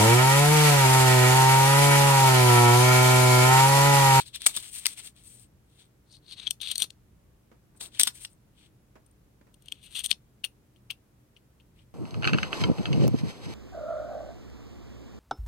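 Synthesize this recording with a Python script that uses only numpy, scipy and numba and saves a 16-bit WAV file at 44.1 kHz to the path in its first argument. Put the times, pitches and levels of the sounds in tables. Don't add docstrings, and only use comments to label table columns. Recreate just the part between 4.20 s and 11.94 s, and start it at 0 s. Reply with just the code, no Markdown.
import sys
import numpy as np
from scipy import signal
from scipy.fft import rfft, irfft
from scipy.io import wavfile
from scipy.ndimage import uniform_filter1d
from numba import njit

SR = 44100
rng = np.random.default_rng(int(sys.argv[2]) if len(sys.argv) > 2 else 0)


def generate_wav(sig):
    pcm = np.round(np.clip(np.atleast_2d(sig).T, -1, 1) * 32767).astype(np.int16)
    wavfile.write(sys.argv[1], SR, pcm)


N = 341334
TIME = np.arange(N) / SR


def edge_flicks():
    # start in seconds, level in dB, fade in ms, bending mode in Hz, treble and bass in dB.
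    contacts = [(.159, -35, 1.2, 3500, -1, -3.5), (.2185, -33.5, 1.4, 3600, 1.5, -0.5),
                (.263, -13, 2.4, 2240, -2, 2.5), (.2662, -10, 4.8, 8400, 6, 1),
                (.3635, -23, 4.8, 3640, 9, -15), (.3705, -24.5, 4.4, 3600, -4.5, 7),
                (.6565, -18.5, 2.07, 2450, -5.5, 1), (.6655, -16.5, 1.76, 2100, 7.5, 9),
                (3.607, -34, 7.8, 3500, -5, 3), (3.796, -13, 3.2, 2150, 4, -0.5),
                (3.8037, -17, 2.6, 8600, 3, -12.5), (3.8105, -16.5, 3.5, 3500, 0.5, -1.5),
                (3.833, -12, 1.84, 3500, 6, -4.5), (3.871, -18.5, 7.5, 3600, 0.5, 8.5),
                (4.0485, -32.5, 3.7, 2900, -6, 6.5)]
    # frequency in Hz, gain in dB.
    tone = [(100, -28), (400, -27.5), (750, -23), (1300, -10.5), (2050, -8), (3500, 1.5), (4400, -1),
            (5200, -2.5), (7000, -7.5), (8100, 4.5), (9200, 6.5), (10500, -13.5), (12500, -4), (15500, -15)]
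    return clicks(contacts, tone, flex_db=6.5, flex_width_hz=230,
                  likeness=.65, lag_ms=.11, rise_share=.18, crack_ms=.62)


def die_snaps():
    # start in seconds, level in dB, fade in ms, bending mode in Hz, treble and bass in dB.
    contacts = [(2.1965, -37, 2.9, 3760, -13, 2), (2.2675, -24.5, 3.7, 3320, -24, -6),
                (2.2745, -27, 1.8, 3250, -9, 0), (2.3075, -21.5, 1.9, 3395, 8.5, -7.5),
                (2.4032, -44.5, 0.99, 3330, -19, 8), (2.4125, -30.5, 4.9, 3520, 7, -5),
                (2.5125, -23.5, 3.1, 3200, 9, -1), (2.5548, -26, 2.8, 4100, 2, -3),
                (2.5803, -24.5, 0.88, 4330, 22, -4), (2.62, -17.5, 2, 3300, 5, 5.5),
                (2.6272, -25, 2.1, 3500, 2, -3), (2.6383, -32.5, 4.5, 3900, 5, 12),
                (2.7035, -42, 2, 7640, -9, -4), (4.862, -59, 2.5, 8840, 7, -8),
                (4.911, -63.5, 1.94, 8800, 9, -4), (5.3405, -54.5, 3.5, 3160, 15, 7),
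                (5.4207, -58, 3.2, 3000, 19, -5), (5.4572, -54.5, 2.7, 3000, 14, 6),
                (5.4833, -40, 1.68, 3140, -2, 3), (5.5215, -29, 1.35, 3160, -1.5, -4),
                (5.7515, -32, 2.3, 3030, -10, 0.5), (5.792, -29.5, 1.9, 3000, 11, 5),
                (5.8415, -29, 2.1, 3220, 8, -8), (5.8606, -24.5, 1, 3250, 15, -4),
                (5.9055, -26, 5, 3200, 12, -3), (5.913, -15, 1.341, 3674, -13, -6),
                (5.9272, -31, 0.91, 3270, -15, 3)]
    # frequency in Hz, gain in dB.
    tone = [(100, -12.5), (300, -16.5), (800, -20), (1900, -16), (2700, -2.5), (3200, -2), (4300, -2),
            (5200, -11), (6100, -4.5), (7300, -13), (8900, 4), (10600, -15), (12500, -10), (15500, -23.5)]
    return clicks(contacts, tone, flex_db=13, flex_width_hz=400,
                  likeness=.6, lag_ms=.0064, rise_share=.5, crack_ms=.51)


def film_pats():
    # start in seconds, level in dB, treble in dB.
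    pats = [(6.24, -24, 7.5), (6.56, -62, 4.5), (6.702, -28.5, 1), (7.1635, -53, -7.5), (7.3987, -60, -5),
            (7.589, -61, -10)]
    # delay in seconds, level in dB, fade in ms, bending mode in Hz, treble and bass in dB.
    parts = [(0, 0.5, 2.945, 2970, -10, -4.5), (.006, -3.5, 3.2, 3122, 8, 8.5),
             (.014, -15.5, 5, 3245, 0, 9)]
    # frequency in Hz, gain in dB.
    tone = [(100, -17.5), (800, -17.5), (2000, -11.5), (2850, 5.5), (3300, -4), (4300, -3), (5200, -11),
            (6100, -9.5), (7300, -18), (8900, 1), (10600, -18.5), (12800, -9), (15500, -18)]
    contacts = [(start_s + delay_s, db + part_db, fade_ms, flex_hz, treble_db + part_treble_db, bass_db)
                for start_s, db, treble_db in pats
                for delay_s, part_db, fade_ms, flex_hz, part_treble_db, bass_db in parts]
    return clicks(contacts, tone, flex_db=13, flex_width_hz=480,
                  likeness=.53, lag_ms=.0097, rise_share=.396, crack_ms=.38)


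def table_slides():
    # start, length and rise in seconds, level, swell and treble in dB,
    # air pocket resonance in Hz, its gain in dB.
    strokes = [(0, 0.014, .02, -33, -4, 0, 3687, 5.5), (.06, .026, 0.02, -47, 0, 3.5, 3800, 10),
               (.146, 0.01, .022, -34.5, 2, -0.5, 3632, 10), (.208, .046, 0.023, -42.5, 3.5, 1, 3820, 8),
               (.275, .045, 0.027, -38.5, -8.5, 5, 3500, 1), (.35, .055, 0.04, -38.5, -6.5, 2, 3440, -0.5),
               (.43, .07, 0.054, -43.5, -5.5, 0.5, 3100, -6.5),
               (.548, 0.043, 0.079, -36.5, -0.5, 8.5, 2900, -5.5),
               (.61, .045, 0.086, -46.5, -2.5, -0.5, 2900, -9),
               (.675, .06, 0.021, -41.5, -6, 2.5, 2950, -9.5),
               (.778, .023, 0.033, -40, 0.5, -2, 2900, -15.5),
               (.852, .026, 0.09, -42.5, 0.5, 2.5, 2900, -12.5),
               (.965, .06, 0.028, -58.5, -3, -3, 2800, -10),
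               (1.055, 0.19, .06, -52.5, -6.5, 8.5, 2810, -12), (1.51, .15, .1, -68.5, 3, 0, 3480, 2.5),
               (1.595, .03, 0.064, -57.5, -1.5, -5, 3510, 2.5), (3.568, .01, .02, -61, 0, 18, 3727, 0),
               (3.608, 0.054, .02, -40.5, -3.5, 4, 3707, 3), (3.755, .03, 0.057, -48, -6, -7.5, 3400, 2),
               (3.8, .068, 0.025, -38, -8, -2.5, 3450, 6), (3.955, .03, .05, -48, -2.5, 6.5, 2900, -12),
               (4.012, .035, .04, -44.5, 0.5, 6.5, 2900, -14.5),
               (4.11, 0.022, .05, -63, 0.5, 13, 2930, -16),
               (4.385, 0.082, 0.064, -62, -0.5, -9.5, 3106, 0.5),
               (7.57, 0.054, .04, -68.5, 0.5, -10, 2806, 6)]
    # frequency in Hz, gain in dB.
    tone = [(150, -22.5), (750, -19), (1400, -15.5), (2300, -6.5), (3900, -2.5), (5200, -11.5),
            (7200, -10.5), (8100, 2.5), (9300, 1.5), (10400, -19.5), (12000, -11.5), (15500, -15.5)]
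    motion = stroke_envelopes(strokes, release_db_per_s=751.5)
    return friction(motion, tone, grain_db=3, catch_db=0, catch_rate=350,
                    pan_db=6.5, likeness=.5033, lag_ms=.11)


def rim_scrapes():
    # start, length and rise in seconds, level, swell and treble in dB,
    # air pocket resonance in Hz, its gain in dB.
    strokes = [(1.928, 0.04, .07, -54.5, -2, 3.5, 4450, 29), (2.085, .047, .08, -46.5, 12, -8, 4150, 14),
               (2.175, 0.11, .035, -46.5, -1, -20.5, 3650, 2.8),
               (2.414, 0.11, .01, -35.5, 2.5, -5, 3450, 14.8), (2.53, .05, .02, -50.5, 0.5, -1, 3500, 3.8),
               (2.596, .036, .03, -32.5, -2, 4.5, 3550, 3.9), (5.47, .16, .1, -63.5, -1, -6, 2950, 8.5),
               (5.638, 0.038, .05, -51.5, 1, 4.5, 2950, 14), (5.71, .035, .05, -50, 7, -1.5, 2994, 5),
               (5.762, 0.041, .035, -33.5, -0.5, 2.5, 3070, 10.4),
               (5.841, 0.011, .012, -30.5, 5, 9, 3177, 8.3), (5.902, .026, .04, -41, -9, -5.5, 3300, 3.4)]
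    # frequency in Hz, gain in dB.
    tone = [(150, -32), (900, -22), (1900, -16.5), (2700, -8), (4200, -6), (5300, -19), (6200, -13),
            (7300, -19.5), (8600, 1.5), (9500, -4), (10600, -22), (13000, -13.5), (14500, -21.5),
            (15800, -32)]
    motion = stroke_envelopes(strokes, release_db_per_s=900)
    return friction(motion, tone, grain_db=0, catch_db=2.5, catch_rate=340,
                    pan_db=8.5, likeness=.61, lag_ms=.0078)


def finger_thuds():
    # start in seconds, level in dB, fade in ms.
    touches = [(0.262, -32.5, 5), (0.365, -45, 7), (2.619, -49, 11), (3.314, -50.5, 22), (3.546, -60, 26),
               (3.605, -45.5, 53), (3.797, -40.5, 24), (3.870, -44.5, 10), (4.754, -48.5, 18),
               (5.211, -56, 8.8), (5.267, -58, 18), (5.912, -49, 9)]
    # frequency in Hz, gain in dB.
    tone = [(40, 5), (100, -6), (240, 5), (450, 1.5), (1200, -5), (2300, -10.5), (4000, -20.5),
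            (12000, -34)]
    out = np.zeros((2, N))
    for start_s, db, fade_ms in touches:
        force = burst(fade_ms, likeness=.21, lag_ms=.023, rise_ms=1.3)
        add(out, start_s, at_level(colour(force, tone), db))
    return out


def clicks(contacts, tone, flex_db, flex_width_hz, likeness, lag_ms, rise_share, crack_ms):
    # time in seconds, left minus right level in dB.
    hand_pan = [(.15, 9.5), (.265, 4.5), (.66, 8.5), (2.3, 13), (2.7, 7.5), (3.8, 7), (4.05, 4), (5.5, 8.5),
                (5.91, 14.5), (6.25, 10.5), (7.2, 5)]
    slip_lead_s, slip_db = .0041, -19
    out = np.zeros((2, N))
    for start_s, db, fade_ms, flex_hz, treble_db, bass_db in contacts:
        pan_db = np.interp(start_s, *np.transpose(hand_pan))
        for part_s, part_db in (start_s, db), (start_s - slip_lead_s, db + slip_db):
            force = burst(fade_ms, likeness, lag_ms, rise_share * fade_ms, crack=crack_ms / fade_ms)
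            click = colour(force, tone)
            click = click + undb(flex_db) * resonance(click, flex_hz, flex_width_hz)
            click = shelf(click, 5800, treble_db, "high")
            click = shelf(click, 1700, bass_db, "low")
            add(out, part_s, at_level(panned(click, pan_db), part_db))
    return out


def burst(fade_ms, likeness, lag_ms, rise_ms, crack=0, size=4096):
    ms = np.arange(size) * 1000 / SR
    swell = (1 - np.exp(-(ms / rise_ms) ** 2)) * np.exp(-ms / fade_ms)
    force = rng.standard_normal((3, size)) * swell
    force[0, np.argmax(swell)] += crack * np.linalg.norm(swell)
    return two_ports(force[0], force[1:], likeness, lag_ms)


def friction(motion, tone, grain_db, catch_db, catch_rate, pan_db, likeness, lag_ms):
    db, treble_db, pocket_hz, pocket_db = motion
    pocket_hz = pocket_hz * np.exp(.055 * walk(70))
    bumps = undb(grain_db * walk(2500) + catch_db * walk(catch_rate))
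    force = rng.standard_normal((3, N)) * bumps
    hiss = colour(two_ports(force[0], force[1:], likeness, lag_ms), tone)
    pocket = np.array([moving_resonance(port, pocket_hz, width_hz=890.) for port in hiss])
    hiss = hiss + undb(pocket_db) * pocket
    hiss = shelf(hiss, 6000, treble_db + 1.5 * walk(49), "high")
    hiss = panned(hiss, pan_db)
    running_rms = np.sqrt(uniform_filter1d(np.mean(hiss ** 2, axis=0), size=2048))
    return hiss / running_rms * undb(db)


def stroke_envelopes(strokes, release_db_per_s):
    sag_oct_per_s = .4
    power, controls = np.zeros(N), np.zeros((3, N))
    for start_s, length_s, rise_s, db, swell_db, treble_db, pocket_hz, pocket_db in strokes:
        since_s = TIME - start_s
        from_middle_s = np.clip(since_s, 0, length_s) - length_s / 2
        rise_db = -30 * since_s / rise_s
        release_db = release_db_per_s * (since_s - length_s)
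        fade_db = np.clip(np.maximum(rise_db, release_db), 0, 120)
        share = undb(db + swell_db * from_middle_s / length_s - fade_db) ** 2
        power += share
        controls[0] += share * treble_db
        controls[1] += share * pocket_hz * np.exp2(-sag_oct_per_s * from_middle_s)
        controls[2] += share * pocket_db
    return 10 * np.log10(power), *(controls / power)


def press_ring(x):
    # mode frequency in Hz, bandwidth in Hz, gain in dB.
    modes = [(3280, 100, -5), (3493, 41, -6), (4370, 54, -2), (5320, 25, -1), (6050, 38, -0.5),
             (8330, 40, -2.5), (8688, 90, -7), (9200, 14, -5.5), (9417, 14, -6.5)]
    return x + sum(undb(db) * resonance(x, hz, width_hz) for hz, width_hz, db in modes)


def two_ports(shared, own, likeness, lag_ms):
    delay = np.exp(-2j * np.pi * np.fft.rfftfreq(len(shared), 1 / SR) * lag_ms / 1000)
    left = irfft(rfft(shared) * delay, len(shared))
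    return np.sqrt(likeness) * np.array([left, shared]) + np.sqrt(1 - likeness) * own


def press_shadow(x):
    # frequency in Hz, gain in dB.
    right_tone = [(200, 2), (1200, 3.5), (2400, 1.5), (3300, -4.5), (5000, 4.5), (7200, 5.5), (8700, -7),
                  (10500, 3), (12500, 2.5), (15500, 1.5)]
    return np.vstack([x[:1], colour(x[1:], right_tone)])


def room(x, wet_db, t60_s, gap_s):
    t = TIME[:SR // 3]
    decay = np.exp(-np.log(1000) * t / t60_s)
    onset = np.clip(t / gap_s, 0, 1) ** 2
    tail = rng.standard_normal((2, len(t))) * decay * onset
    tail = colour(tail, [(200, 5), (2000, 0), (3300, -3), (5000, 0), (9000, -2.5), (15000, 1.5)])
    tail = panned(tail, pan_db=1.5) / np.sqrt(len(t))
    return x + undb(wet_db) * signal.fftconvolve(x[1:], tail, axes=1)[:, :N]


def background():
    # frequency in Hz, relative spectral density in dB.
    air_tone = [(15, -41), (25, -13), (48, -0.5), (97, -5), (130, -7.5), (200, -7), (270, -14.5),
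                (301, -11), (326, -14), (363, -14.5), (734, -25), (4370, -38), (11900, -38), (14400, -39.5),
                (16000, -40.5)]
    # frequency in Hz, level in dB.
    hum_lines = [(59, -75), (122, -67), (297, -79)]
    side_tone = [(60, -11), (150, -10.5), (300, -7.5), (650, -.5), (1400, -.5), (15000, 1)]
    mid, side = colour(rng.standard_normal((2, N)), air_tone, size=8192)
    side = colour(side[None], side_tone)[0]
    air = np.array([mid + side, mid - side]) / np.std(mid) * undb(-63)
    air = shelf(air, 220, 1.6 * walk(3.7), "low")
    hum = sum(undb(db) * unit(resonance(rng.standard_normal(N), hz, width_hz=7)) for hz, db in hum_lines)
    return air + hum


def colour(x, tone, size=1024):
    hz, db = np.transpose(tone)
    bin_hz = np.maximum(np.arange(size // 2 + 1) * SR / size, 1)
    gain = undb(np.interp(np.log(bin_hz), np.log(hz), db))
    cepstrum = irfft(np.log(gain))
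    cepstrum[1:size // 2] *= 2
    cepstrum[size // 2 + 1:] = 0
    response = irfft(np.exp(rfft(cepstrum)))
    return signal.fftconvolve(x, response[None], axes=1)[:, :x.shape[1]]


def resonance(x, hz, width_hz):
    return signal.lfilter(*signal.iirpeak(hz, hz / width_hz, fs=SR), x)


@njit
def moving_resonance(x, hz, width_hz):
    y, band, low = np.empty(len(x)), 0., 0.
    for i in range(len(x)):
        tuning, damping = np.tan(np.pi * hz[i] / SR), width_hz / hz[i]
        velocity = (band + tuning * (x[i] - low)) / (1 + tuning * (tuning + damping))
        band, low = 2 * velocity - band, low + 2 * tuning * velocity
        y[i] = damping * velocity
    return y


def shelf(x, hz, db, kind):
    band = signal.sosfiltfilt(signal.butter(2, hz, kind, fs=SR, output="sos"), x)
    return x + (undb(db) - 1) * band


def walk(rate):
    knots = rng.standard_normal(N)
    return unit(np.interp(TIME * rate, np.arange(N), knots))


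def panned(x, pan_db):
    return unit(np.array([unit(x[0]) * undb(pan_db), unit(x[1])]))


def at_level(x, db):
    return unit(x) * undb(db) * np.sqrt(.005 * SR / x.shape[1])


def add(out, start_s, sound):
    start = int(start_s * SR)
    out[:, start:start + sound.shape[1]] += sound[:, :N - start]


def undb(db):
    return 10 ** (np.asarray(db) / 20)


def unit(x):
    return x / np.sqrt(np.mean(x ** 2))


def scene():
    table = edge_flicks() + table_slides()
    die = die_snaps() + rim_scrapes() + film_pats()
    near = undb(-1) * press_ring(table + die) + finger_thuds()
    return room(press_shadow(near), wet_db=-16.5, t60_s=.12, gap_s=.02) + background()


def record(dry):
    high_pass = signal.butter(2, 33, "high", fs=SR, output="sos")
    low_pass = signal.ellip(10, .2, 90, 16100, fs=SR, output="sos")
    clipped = np.clip(signal.sosfilt(high_pass, dry), -1, 1)
    return signal.sosfilt(low_pass, clipped)


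dry = scene()
out = record(dry)
generate_wav(out)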